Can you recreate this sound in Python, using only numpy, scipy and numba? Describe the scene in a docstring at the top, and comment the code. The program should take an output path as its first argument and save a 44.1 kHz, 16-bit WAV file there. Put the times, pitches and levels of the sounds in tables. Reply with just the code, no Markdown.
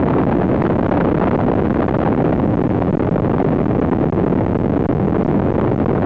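"""Air rushes past an open glider cockpit and buffets a small camera microphone far beyond its range.
The capsule slams between its two limits and often sticks at the lower one, so the wind arrives as bursts of
thuds with dead gaps; a wind-cut filter, a soft limit and a coarse low-rate converter shape what is left."""
import sys
import numpy as np
from scipy import signal
from scipy.fft import rfft, irfft
from scipy.io import wavfile
from numba import njit

SR = 44100
rng = np.random.default_rng(int(sys.argv[2]) if len(sys.argv) > 2 else 0)


def dump(signal):
    """Clip the signal to [-1, 1] and save it as 16-bit WAV at the path in sys.argv[1]."""
    limited = np.clip(np.atleast_2d(signal).T, -1, 1)
    pcm = np.round(limited * 32767).astype(np.int16)
    wavfile.write(sys.argv[1], SR, pcm)


N = 266805

# (s, small eddies in dB against the buffeting): the airflow slows and smooths as the nose comes down from the climb
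TURBULENCE = [(0.0, -11.5), (0.4, -11.5), (0.8, -9.5), (1.2, -6.5), (1.6, -12), (2.0, -8.5), (2.4, -11), (2.8, -20.5), (3.2, -20), (3.6, -13), (4.1, -22), (4.6, -22), (5.0, -21), (5.3, -21.5), (5.7, -17.5), (6.05, -16)]
# the longer spells of suction, heard as dropouts, that hold the capsule at its lower limit: (s, length ms)
SUCTION = [(0.0173, 7.7), (0.0464, 10.8), (0.0661, 8.1), (0.0881, 10.5), (0.2205, 7.7), (0.2417, 10.8),
           (0.2532, 13.4), (0.3007, 10.3), (0.3423, 7.9), (0.3567, 10.3), (0.3745, 10.1), (0.4015, 8.7),
           (0.4224, 9.1), (0.4597, 8.2), (0.4688, 11.1), (0.4812, 8.2), (0.5347, 7.8), (0.55, 8.6), (0.5657, 9.5),
           (0.6232, 15.7), (0.6699, 8.0), (0.6787, 14.0), (0.7444, 9.3), (0.7686, 14.4), (0.7986, 11.0),
           (0.8162, 11.2), (0.8357, 8.8), (0.8682, 15.0), (0.8957, 15.5), (0.9288, 8.8), (0.9913, 10.0),
           (1.0315, 10.1), (1.0587, 9.3), (1.1025, 9.1), (1.1295, 14.6), (1.1574, 10.3), (1.1844, 12.8),
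           (1.2022, 10.5), (1.245, 8.5), (1.2863, 8.2), (1.2961, 14.0), (1.3628, 13.7), (1.3811, 7.6),
           (1.4023, 8.0), (1.4131, 9.0), (1.4522, 11.8), (1.5051, 10.4), (1.5233, 11.1), (1.5394, 12.7),
           (1.5656, 8.2), (1.6067, 9.1), (1.6246, 11.3), (1.6359, 8.8), (1.6611, 8.3), (1.6741, 9.2),
           (1.6846, 13.9), (1.7212, 7.6), (1.7289, 13.8), (1.7488, 9.3), (1.7762, 10.7), (1.8085, 10.3),
           (1.8336, 7.8), (1.8436, 8.5), (1.8534, 9.4), (1.8647, 16.0), (1.8968, 12.2), (1.9126, 12.2),
           (1.9268, 13.0), (1.9689, 17.4), (1.993, 9.1), (2.0061, 7.9), (2.0188, 9.1), (2.037, 12.9), (2.0924, 9.1),
           (2.1306, 8.1), (2.1384, 10.0), (2.1519, 12.1), (2.1649, 10.8), (2.2278, 14.4), (2.2816, 9.6),
           (2.3113, 11.4), (2.342, 9.8), (2.3529, 8.0), (2.3665, 11.0), (2.3842, 7.9), (2.4077, 10.8),
           (2.4201, 8.1), (2.4433, 8.3), (2.4633, 12.5), (2.5455, 8.6), (2.555, 15.4), (2.5785, 9.9),
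           (2.5954, 10.3), (2.6061, 8.1), (2.6222, 15.8), (2.6587, 8.4), (2.6753, 17.9), (2.7262, 9.5),
           (2.7368, 9.5), (2.7898, 13.8), (2.8254, 10.0), (2.8371, 11.0), (2.8481, 10.3), (2.8596, 9.9),
           (2.8992, 8.0), (2.9089, 18.1), (2.9525, 18.0), (2.9752, 19.9), (3.0117, 11.4), (3.0365, 10.7),
           (3.0589, 9.5), (3.0908, 21.3), (3.1317, 9.1), (3.1482, 10.4), (3.167, 12.9), (3.1888, 9.8),
           (3.2052, 15.3), (3.2821, 13.5), (3.32, 13.3), (3.3522, 10.7), (3.3717, 10.9), (3.3843, 10.0),
           (3.4162, 7.8), (3.427, 17.4), (3.4527, 9.9), (3.4951, 10.5), (3.5407, 8.3), (3.55, 10.2), (3.564, 7.6),
           (3.5714, 12.0), (3.5923, 10.1), (3.6196, 11.7), (3.6325, 9.3), (3.6431, 13.2), (3.6669, 15.7),
           (3.6834, 8.9), (3.7223, 8.7), (3.7384, 10.9), (3.77, 12.2), (3.7988, 16.0), (3.8295, 8.1), (3.8513, 9.6),
           (3.8649, 8.6), (3.8888, 7.6), (3.8972, 16.5), (3.9381, 11.1), (3.9624, 8.3), (3.9716, 13.4),
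           (3.9897, 11.5), (4.0027, 7.7), (4.0436, 12.3), (4.0758, 10.5), (4.0873, 10.6), (4.0992, 24.9),
           (4.1372, 10.1), (4.1496, 11.8), (4.1619, 8.4), (4.2002, 9.3), (4.2226, 10.0), (4.2478, 15.1),
           (4.2846, 14.4), (4.3117, 9.8), (4.3384, 14.8), (4.3647, 11.1), (4.3978, 9.8), (4.4385, 8.1),
           (4.4501, 13.5), (4.4682, 14.1), (4.4851, 8.6), (4.4993, 10.7), (4.5333, 14.0), (4.5705, 18.1),
           (4.5892, 11.6), (4.6029, 9.6), (4.6232, 11.5), (4.6478, 10.6), (4.6678, 12.5), (4.6825, 13.4),
           (4.7076, 12.8), (4.7389, 9.4), (4.7498, 10.2), (4.7779, 15.0), (4.8114, 10.8), (4.8265, 13.5),
           (4.8398, 8.9), (4.8638, 25.2), (4.9139, 11.2), (4.936, 14.2), (4.9595, 10.2), (4.9723, 10.6),
           (4.9862, 11.6), (5.0187, 8.4), (5.0397, 8.4), (5.06, 10.6), (5.0844, 11.1), (5.1101, 12.8),
           (5.1341, 10.9), (5.1704, 12.7), (5.2126, 8.5), (5.2312, 18.1), (5.2621, 17.0), (5.2921, 7.6),
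           (5.3148, 10.3), (5.3323, 9.4), (5.3831, 9.3), (5.4049, 13.1), (5.4278, 9.8), (5.4751, 9.2),
           (5.5054, 11.9), (5.5237, 16.1), (5.5671, 13.3), (5.6006, 12.3), (5.6639, 9.2), (5.7036, 10.7),
           (5.7222, 9.0), (5.7464, 13.5), (5.7628, 15.7), (5.7802, 8.6), (5.7887, 11.4), (5.8437, 15.1),
           (5.867, 15.2), (5.8957, 8.0), (5.9192, 11.8), (5.9395, 11.0), (5.9911, 9.0), (6.0017, 10.3),
           (6.0137, 8.0)]  # fixed
BUFFET = [(40, -8.5), (80, -1), (130, 2.5), (220, -2.5), (400, -7.5), (800, -37), (1500, -37)]  # large eddies: (Hz, dB per Hz)
EDDIES = [(200, 1.5), (500, 12.5), (900, 3.5), (1600, -5.5), (2500, -26)]  # small eddies: (Hz, dB per Hz)
FINEST = [(400, -4), (1000, 4.5), (2000, -7), (4000, -14)]  # finest eddies: (Hz, dB per Hz)
RATE = 16000  # fixed
STEP = 1 / 512  # fixed
WHINE_HZ = 20000 / 3  # fixed
EDGE_HZ = 9500  # fixed
# the strongest clumps of small eddies that make the capsule chatter: (s, length ms, beat Hz, dB against the buffeting)
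FLURRIES = [(0.0275, 2, 672, -9.5), (0.0863, 2.8, 1026, 8.5), (0.235, 2, 1188, -7.5), (0.325, 3.6, 802, -5.5), (0.422, 3.2, 774, 4), (0.5464, 4.6, 588, -3),
            (0.6217, 3.5, 930, 12), (0.6533, 0.99, 1590, 11), (0.6656, 1.8, 1493, 1), (0.6694, 1.6, 1627, 12), (0.700, 4.6, 655, -5.5), (0.9129, 5.2, 635, 1.5),
            (0.9244, 3.5, 700, 3), (0.94, 4.4, 848, -1), (0.975, 2.9, 758, -7), (1.0066, 1.4, 1786, 11), (1.0107, 2.4, 1503, 9), (1.1831, 3.6, 790, 7),
            (1.2362, 3.4, 690, -5), (1.2772, 2.5, 657, -8), (1.4119, 3.5, 737, 6),
            (1.4844, 3.3, 720, -3), (1.5383, 2.7, 720, 16), (1.805, 5.9, 596, -2), (1.8219, 6, 715, 4),
            (1.893, 4.3, 747, 2), (1.9919, 4.7, 750, -4), (2.127, 1.9, 980, -3),
            (2.203, 5.1, 620, -9.5), (2.3292, 5.2, 571, 4), (2.8225, 6.5, 756, 0), (3.384, 3, 1100, -5), (3.402, 3.6, 596, -3),
            (3.8497, 2.6, 820, -11.5), (3.933, 1.9, 630, -11), (4.2815, 3.3, 604, -14), (5.222, 2.6, 608, -4.5), (5.2887, 2.9, 685, -6.5),
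            (5.399, 1.8, 976, -8), (5.722, 3.4, 590, -2.5), (5.801, 3.3, 1000, -9)]
MEAN_PRESSURE = -0.27  # in units of the buffeting
SHORT_MS, SHORT_SPREAD_MS = 5.0, 2.6  # shorter spells come by chance: least length, and range above it  # fixed
PAUSE_MS, PAUSE_SPREAD_MS = 2.0, 9  # least pause between spells, and mean extra pause
WEAK_PER_S, WEAK_DB, WEAK_MS, WEAK_HZ = 5, 2.5, 2.5, 800  # weaker flurries come by chance, this far above the small eddies around them
WOBBLE = .11  # the beat of a flurry wanders by this share
BREAK_UP = .95  # share of the other eddies that a flurry destroys  # fixed
RAGGED_DB, RAGGED_FOLLOW = -16, 0.55  # the finest eddies fray every slam, and follow the small eddies by this share
# lone small vortices that snap the capsule towards its other limit for an instant: (s, width ms)
SNAPS = [(0.1072, .5), (0.2166, 0.6), (0.289, .5), (0.3196, 0.4), (0.4209, 0.42), (0.5446, 0.54), (0.622, 0.45), 
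         (0.7023, 0.45), (0.7636, 0.46), (0.926, 0.6), (1.0034, .5), (1.0751, 0.44), (1.214, 0.48), (1.2252, .5), (1.2843, 0.33),
         (1.3328, 0.42), (1.3482, 0.54), (1.3515, 0.55), (1.357, 0.41), (1.4037, 0.38), (1.4126, 0.67), (1.499, .5), (1.5161, 0.55), (1.586, 0.58),
         (1.661, 0.38), (1.7054, 0.45), (1.7141, 0.27), (1.796, 0.56), (1.806, .5), (1.823, .5), (1.842, 0.78), (1.8938, 0.42), (1.9415, 0.43), (1.9463, 0.36),
         (1.9871, .5), (2.0183, 0.44), (2.0641, 0.55), (2.152, 0.46), (2.265, 0.35), (2.292, 0.58), (2.3985, 0.44), (2.9464, 0.39), (3.3831, 0.54),
         (3.4872, 0.4), (3.9322, 0.58), (4.4647, 0.46), (4.824, 0.45), (5.6132, 0.51), (5.6409, .35), (5.6491, .4), (5.801, 0.47), (6.0224, 0.45)]
SNAP_DB = 5  # against the buffeting


def gain_of(db):
    """dB to gain."""
    return 10 ** (np.asarray(db) / 20)


def noise(points):
    """Gaussian noise of rms 1 with the given spectrum."""
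    hz, db = np.transpose(points)
    f = np.fft.rfftfreq(N, 1 / SR)
    shape = gain_of(np.interp(np.log(f + 1), np.log(hz + 1), db, left=-80, right=-80))
    x = irfft(rfft(rng.standard_normal(N)) * shape, N)
    return x / x.std()


def filtered(x, hz, kind, order=2):
    """Causal Butterworth filter."""
    return signal.sosfilt(signal.butter(order, hz, kind, fs=SR, output="sos"), x)


def two_pole_high_pass(x, hz, damping):
    """Second-order high-pass; a step in gives a spike and one overshoot."""
    w = 2 * np.pi * hz
    return signal.lfilter(*signal.bilinear([1, 0, 0], [1, 2 * damping * w, w * w], SR), x)


def suction(depth, rebound, rebound_ms, edge_ms):
    """A steep drop in pressure for each spell, with a push just before and just after it."""
    t, out = np.arange(N) / SR, np.zeros(N)
    for s, ms in SUCTION + short_spells():
        near = slice(max(round((s - .01) * SR), 0), round((s + ms / 1000 + .01) * SR))  # fixed
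        before, after = 1000 * (s - t[near]), 1000 * (t[near] - s) - ms
        outside = np.maximum(before, after)  # ms from the nearer end, negative within the spell
        held = np.clip(-outside / edge_ms, 0, 1)
        out[near] += rebound * np.exp(-(np.maximum(outside, 0) / rebound_ms) ** 2) * (1 - held) - depth * held
    return out


def wind():
    """Pressure at the microphone port, in units of the capsule's whole travel."""
    t = np.arange(N) / SR
    fine_db = np.interp(t, *np.transpose(TURBULENCE))
    clumps_db = 3.6 * noise([(8, 0.5), (40, 3.5), (120, -7.5)])  # small eddies come in clumps
    small = gain_of(fine_db + clumps_db) * noise(EDDIES) + gain_of(RAGGED_DB + RAGGED_FOLLOW * fine_db + clumps_db) * noise(FINEST)
    chatter, passing = flurries()
    eddies = (noise(BUFFET) + MEAN_PRESSURE + small) * (1 - BREAK_UP * passing)
    spells = suction(depth=8, rebound=2.3, rebound_ms=1.1, edge_ms=1.6)  # fixed
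    return .5 + gain_of(11.0) * snapped(eddies + chatter + spells)


@njit
def slow_fall(x, most, quick, settle):
    """Follows x at once upwards; lets go of the top slowly after a long rest there, quickly after a brief touch."""
    out, since_rise = x.copy(), 0.0
    for i in range(1, len(x)):
        since_rise = 0.0 if out[i - 1] <= 0 else since_rise + 1
        out[i] = max(x[i], out[i - 1] - most * (1 + quick * np.exp(-since_rise / settle)))
    return out


def soft_limit(x, ceiling, knee):
    """Straight for small signals, flat at the ceiling."""
    return x / (1 + abs(x / ceiling) ** knee) ** (1 / knee)


def short_spells():
    """Chance spells, one after another, wherever the long ones and the strong flurries leave room."""
    draw = rng.random((900, 2))  # fixed
    ms = SHORT_MS + SHORT_SPREAD_MS * draw[:, 0] ** 1.4
    s = np.cumsum(ms + PAUSE_MS - PAUSE_SPREAD_MS * np.log(1 - draw[:, 1])) / 1000 - ms / 1000
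    start, length = np.transpose(SUCTION + [(at - long / 2000, long) for at, long, hz, db in FLURRIES] + SNAPS)[:, :, None]  # fixed
    clash = (s < start + (length + PAUSE_MS) / 1000) & (s + (ms + PAUSE_MS) / 1000 > start)
    return list(np.transpose([s, ms])[~clash.any(axis=0) & (s < N / SR)])


def weak_flurries():
    """Chance flurries whose strength follows the small eddies."""
    draw = rng.random((100, 2))  # fixed
    s = np.cumsum(-np.log(1 - draw[:, 0])) / WEAK_PER_S
    return list(zip(s, WEAK_MS + 0 * s, WEAK_HZ * (0.91 + .7 * draw[:, 1]), WEAK_DB + np.interp(s, *np.transpose(TURBULENCE))))


def flurries():
    """Short trains of small vortices, each with its own wandering beat; also tells when one is passing."""
    t, chatter, passing = np.arange(N) / SR, np.zeros(N), np.zeros(N)
    wander = noise([(50, 0), (400, 0)])  # fixed
    for (s, ms, hz, db), phase in zip(FLURRIES + weak_flurries(), rng.random(200)):
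        near = slice(max(round((s - .01) * SR), 0), round((s + .01) * SR))  # fixed
        shape = np.exp(-(2000 * (t[near] - s) / ms) ** 4)  # fixed
        chatter[near] += gain_of(db) * shape * np.cos(2 * np.pi * (phase + np.cumsum(hz * (1 + WOBBLE * wander[near])) / SR))
        passing[near] = np.maximum(passing[near], shape * min(1, gain_of(db + 10)))  # fixed
    return chatter, passing


def snapped(pressure):
    """Reverses the pressure for an instant at every snap."""
    t, out = np.arange(N) / SR, pressure.copy()
    for s, ms in SNAPS:
        near = slice(round((s - .003) * SR), round((s + .003) * SR))  # fixed
        shape = np.exp(-(2000 * (t[near] - s) / ms) ** 4)  # fixed
        out[near] = (1 - shape) * out[near] - shape * gain_of(SNAP_DB) * np.sign(pressure[near] @ shape)
    return out


def scene():
    """Only the wind reaches the microphone."""
    return wind()[None]


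def record(dry):
    """Capsule limits, wind-cut filter, amplifier limit, treble roll-off, coarse converter, band limit."""
    travel = np.clip(dry[0], 0, 1)  # hard stop at both ends
    travel = slow_fall(travel, 1000 / (.65 * SR), quick=2.4, settle=0.00073 * SR)  # up at once, but down no faster than its travel in under a ms
    thuds = 0.87 * two_pole_high_pass(travel, 177, 0.81)
    thuds = thuds - 0.047 * filtered(travel, 27, "high", order=1)  # the rest level creeps back slowly after each slam
    limited = soft_limit(thuds, ceiling=np.where(thuds > 0, .385, .42), knee=np.where(thuds > 0, 4.0, 6.0))
    dull = filtered(filtered(limited, 1060, "low", order=1), 2700, "low")
    dull = filtered(dull, 5200, "low", order=4)
    t = np.arange(N) / SR
    # a faint electrical whine and hiss join before the converter
    whine = gain_of(-77) * np.sin(2 * np.pi * WHINE_HZ * t)  # fixed
    analog = dull + .005 + whine + gain_of(-70.0) * rng.standard_normal(N)
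    samples = STEP * np.round(signal.resample_poly(analog, 160, 441, padtype="edge") / STEP)  # fixed
    # a gentle smoothing filter leaves mirror images just above half the converter rate
    smoothing = signal.firwin(441 * 9 + 1, RATE / 2, window=("kaiser", 5), fs=441 * RATE)  # fixed
    smooth = signal.resample_poly(samples, 441, 160, window=smoothing, padtype="edge")[:N]  # fixed
    band = signal.firwin(41, EDGE_HZ, window=("kaiser", 9), fs=SR)  # fixed
    return signal.oaconvolve(np.pad(smooth, 20, "edge"), band, "valid")[None]  # fixed


dry = scene()
out = record(dry)
dump(out)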